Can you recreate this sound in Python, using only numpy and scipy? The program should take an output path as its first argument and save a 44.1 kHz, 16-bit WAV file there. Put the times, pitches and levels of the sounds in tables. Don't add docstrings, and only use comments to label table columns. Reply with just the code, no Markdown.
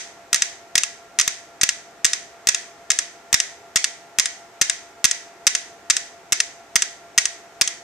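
import sys
import numpy as np
from scipy import signal
from scipy.fft import rfft, irfft
from scipy.io import wavfile
from scipy.ndimage import uniform_filter1d

SR = 44100
rng = np.random.default_rng(int(sys.argv[2]) if len(sys.argv) > 2 else 0)


def transcribe(signal):
    frames = np.atleast_2d(signal).T
    limited = np.clip(frames, -1, 1)
    pcm = np.round(limited * 32767).astype(np.int16)
    wavfile.write(sys.argv[1], SR, pcm)


N = 345294
LEAD = SR // 4


def metronomes():
    # [first swing t/s, fifth swing t/s, ninth swing t/s,
    # level/dB, left minus right level/dB, hollow knock level/dB, case pitch factor]
    clocks = [(0.3294, 3.7597, 7.182, 1.5, 2, 0, 1.01), (0.7539, 4.1857, 7.6118, 1, 1, 0, 1.02),
              (0.3440, 3.7584, 7.1775, 1.5, -1, 0, 0.99), (0.7788, 4.1968, 7.617, 0.5, -4, -2, 0.98),
              (0.3592, 3.7687, 7.1846, -4, 0, -1, 1.03), (0.7825, 4.1958, 7.611, -3, 2, -1, 1.01),
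              (0.4207, 3.8426, 7.2542, -0.7, 1, -3, 0.99), (0.8342, 4.2568, 7.6752, -2, 1.3, -3, 1.01)]
    known_swings = (0, 4, 8)
    wobble_s, uneven_db = .0003, .7
    out = np.zeros((3, N + 2 * LEAD))
    swings = np.arange(-1, known_swings[-1] + 1)
    for *times, level_db, pan_db, knock_db, pitch in clocks:
        beats = np.polyval(np.polyfit(known_swings, times, 2), swings)
        for beat_s in beats[beats > -LEAD / SR]:
            late, strong = rng.standard_normal(2)
            row_db = level_db + uneven_db * strong + pan_db * np.array([[.5], [-.5], [0]])
            one = tick(knock_db, pitch) * undb(row_db)
            at = LEAD + int((beat_s + wobble_s * late) * SR)
            out[:, at:at + one.shape[1]] += one
    return out


def tick(knock_db, pitch):
    # [f/Hz, level/dB]
    case_modes = [(1250, -12.5), (1850, -9), (2200, -9), (2650, -10), (3050, -10), (3720, -9), (4200, -14),
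                  (4900, -7), (5300, -7.5), (5700, -8.5), (6100, -3.5), (6500, -6), (6900, -2), (7400, -1),
                  (8000, -4), (8500, -5), (8900, -8.5), (9600, -11.5), (11000, -23), (13600, -29)]
    # [delay t/s, left level/dB, right level/dB]
    blows = [(0, 0, -1), (.00115, 0, 0), (.0033, -10, -12), (.0048, -13, -5), (.0068, -16, -16)]
    hollow_hz, hollow_t60_s, clockwork_t60_s = 2400, .016, .01
    crack_db, crack_decay_s, contact_s = -2., .0016, .00007
    scatter_db, detune = 3., .02
    small_hz = 1264

    hz, db = np.transpose(case_modes)[:, :, None]
    hollow = hz < hollow_hz
    db = db + knock_db * hollow
    t60 = np.where(hollow, hollow_t60_s, clockwork_t60_s)
    t = np.arange(SR // 25) / SR
    decay = np.exp(-np.log(1000) * t / t60)
    colour = case_modes + [(15000, -55)]
    out = np.zeros((3, len(t) + SR // 50))
    detuned = pitch * hz * (1 + detune * rng.standard_normal(hz.shape))
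    sign = (-1) ** np.arange(len(hz))[:, None]
    for delay_s, left_db, right_db in blows:
        size = sign * undb(db + scatter_db * rng.standard_normal(hz.shape))
        ring = (size * decay * np.sin(2 * np.pi * detuned * t)).sum(axis=0)
        crack = undb(crack_db) * np.exp(-t / crack_decay_s) * shaped(len(t), colour)
        blow = (ring + crack) * (1 - np.exp(-t / contact_s))
        at = int(delay_s * SR)
        out[:2, at:at + len(t)] += undb([[left_db], [right_db]]) * blow
    impulse = np.eye(1, out.shape[1])[0]
    out[2] = port(impulse, colour) * np.abs(out[0]).max()
    out = signal.sosfilt(signal.butter(6, small_hz, "high", fs=SR, output="sos"), out)
    return out / np.abs(out[0]).max()


def linger(click):
    centre_hz, width_hz, level_db, t60_s = 1870, 70, -33, 0.54
    t = np.arange(SR // 2) / SR
    hz = centre_hz + width_hz * rng.standard_normal((12, 1))
    cluster = np.sin(2 * np.pi * hz * t).sum(axis=0) / np.sqrt(len(hz))
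    ring = np.exp(-np.log(1000) * t / t60_s) * cluster
    return undb(level_db) * signal.fftconvolve(click, ring)[:len(click)]


def room(dry):
    # [f/Hz, 60 dB decay t/s, level/dB]
    tail_bands = [(1080, 0.17, -18), (1930, 0.44, -21.5), (4070, 0.44, -24.5), (6480, 0.39, -27),
                  (8340, 0.12, -57), (11700, 0.096, -35), (14000, .18, -49)]
    gap_s = 0.003
    t = np.arange(int(.7 * SR)) / SR
    build_up = 1 - np.exp(-(t / gap_s) ** 2)
    wet = []
    for near in dry:
        tail = 0
        for k, (hz, t60, db) in enumerate(tail_bands):
            points = [(row[0], 0 if j == k else -14) for j, row in enumerate(tail_bands)]
            tail = tail + undb(db) * shaped(len(t), points) * np.exp(-np.log(1000) * t / t60)
        wet.append(signal.fftconvolve(near, tail * build_up)[:len(near)])
    return np.array(wet)


def whines():
    # [t/s, first fan f/Hz, second fan f/Hz]
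    fan_pitch = [(0.45, 682.28, 689.44), (0.95, 682.15, 689.66), (1.45, 681.57, 689.81),
                 (1.95, 681.32, 690.06), (2.45, 681.41, 689.93), (2.95, 681.7, 690.27),
                 (3.45, 681.83, 689.93), (3.95, 682.15, 690.06), (4.45, 682.6, 689.92),
                 (4.95, 682.52, 689.43), (5.45, 682.49, 689.27), (5.95, 682.59, 689.45),
                 (6.45, 682.44, 689.24), (6.95, 682.11, 688.82), (7.45, 681.85, 689.83)]
    tone_db, octave_db = (-51.7, -56.5), (-68., -60.)
    waver_db = .7
    in_step_s = .21
    s, *fans = np.transpose(fan_pitch)
    t = np.arange(N) / SR
    out = 0
    for hz, low_db, high_db in zip(fans, tone_db, octave_db):
        phase = 2 * np.pi * np.cumsum(np.interp(t, s, hz)) / SR
        phase = phase - phase[int(in_step_s * SR)]
        tone = undb(low_db + waver_db * walk(3.23)) * np.cos(phase)
        octave = undb(high_db + 2 * waver_db * walk(4.1)) * np.cos(2 * phase)
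        out = out + tone + octave
    return np.sqrt(2) * out


def air():
    # [f/Hz, relative density level/dB]
    air_colour = [(25, -22), (60, -10), (110, -8.5), (250, -6.5), (400, 1.5), (550, -4), (800, 1.5),
                  (1000, -5.5), (1900, -5.5), (3000, -13.5), (4500, -16.5), (6300, -14), (7800, -18),
                  (10000, -28), (14000, -28)]
    level_db, alike_hz = -47.5, 1610
    mid, side = shaped(N, air_colour), shaped(N, air_colour)
    f = np.fft.rfftfreq(N, 1 / SR)
    alike = .93 / (1 + (f / alike_hz) ** 2) * np.clip(f / 110, .4, 1)
    mid = irfft(rfft(mid) * np.sqrt(1 + alike), N)
    side = irfft(rfft(side) * np.sqrt(1 - alike), N)
    return undb(level_db + 0.2 * walk(1.92)) * np.array([mid + side, mid - side]) / np.sqrt(2)


def port(x, points):
    hz, db = np.transpose(points)
    f = np.maximum(np.fft.rfftfreq(1024, 1 / SR), 1)
    cepstrum = irfft(np.log(undb(np.interp(np.log(f), np.log(hz), db))))
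    cepstrum[1:512], cepstrum[513:] = 2 * cepstrum[1:512], 0
    return signal.fftconvolve(x, irfft(np.exp(rfft(cepstrum))))[:len(x)]


def shaped(size, points):
    hz, db = np.transpose(points)
    f = np.maximum(np.fft.rfftfreq(size, 1 / SR), 1)
    gain = undb(np.interp(np.log(f), np.log(hz), db))
    x = irfft(rfft(rng.standard_normal(size)) * gain, size)
    return x / x.std()


def walk(rate):
    k = int(SR / rate)
    steps = np.repeat(rng.standard_normal(N // k + 1), k)
    return 0.98 * uniform_filter1d(uniform_filter1d(steps, k), k)[:N]


def undb(db):
    return 10 ** (np.asarray(db) / 20)


def scene():
    # [f/Hz, level/dB]
    right_port = [(3000, 0), (4500, 2), (5600, 6), (6300, 5), (7000, -10), (8000, -17), (9000, -11),
                  (10500, -10), (14000, -21)]
    right_early = 2
    ticks = metronomes()
    to_walls = ticks[2]
    heard = ticks[:2] + linger(to_walls) + room(ticks[[2, 2]])
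    left, right = heard[:, LEAD:LEAD + N]
    right = np.roll(port(right, right_port), -right_early)
    return np.array([left, right]) + whines() + air()


def record(dry):
    # [t/s, count of highest samples that drop]
    pops = [(0.3306, 2), (0.3449, 1), (0.7552, 2), (0.781, 1), (1.1997, 1), (1.2782, 2), (1.6334, 4),
            (2.0516, 2), (2.4717, 2), (2.4901, 2), (3.3295, 2), (3.3424, 5), (3.7595, 3), (4.1866, 2),
            (4.1977, 1), (4.6166, 3), (5.0448, 2), (5.0527, 3), (5.468, 1), (5.4753, 1), (6.3237, 2),
            (6.3287, 1), (6.7577, 2), (6.7622, 3), (7.1788, 1), (7.6133, 1), (7.6181, 2)]
    hiss_top_hz, top_hz = 14000, 15500
    wet = np.clip(dry, -1, 1)
    reach = SR // 1200
    for s, count in pops:
        start = int(s * SR) - reach
        highest = np.argsort(dry[0, start:start + 2 * reach])[-int(count):]
        wet[0, start + highest] -= 2
    wet = signal.sosfilt(signal.ellip(6, .3, 42, hiss_top_hz, fs=SR, output="sos"), wet)
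    return signal.sosfilt(signal.ellip(8, .2, 60, top_hz, fs=SR, output="sos"), np.clip(wet, -1, 1))


dry = scene()
out = record(dry)
transcribe(out)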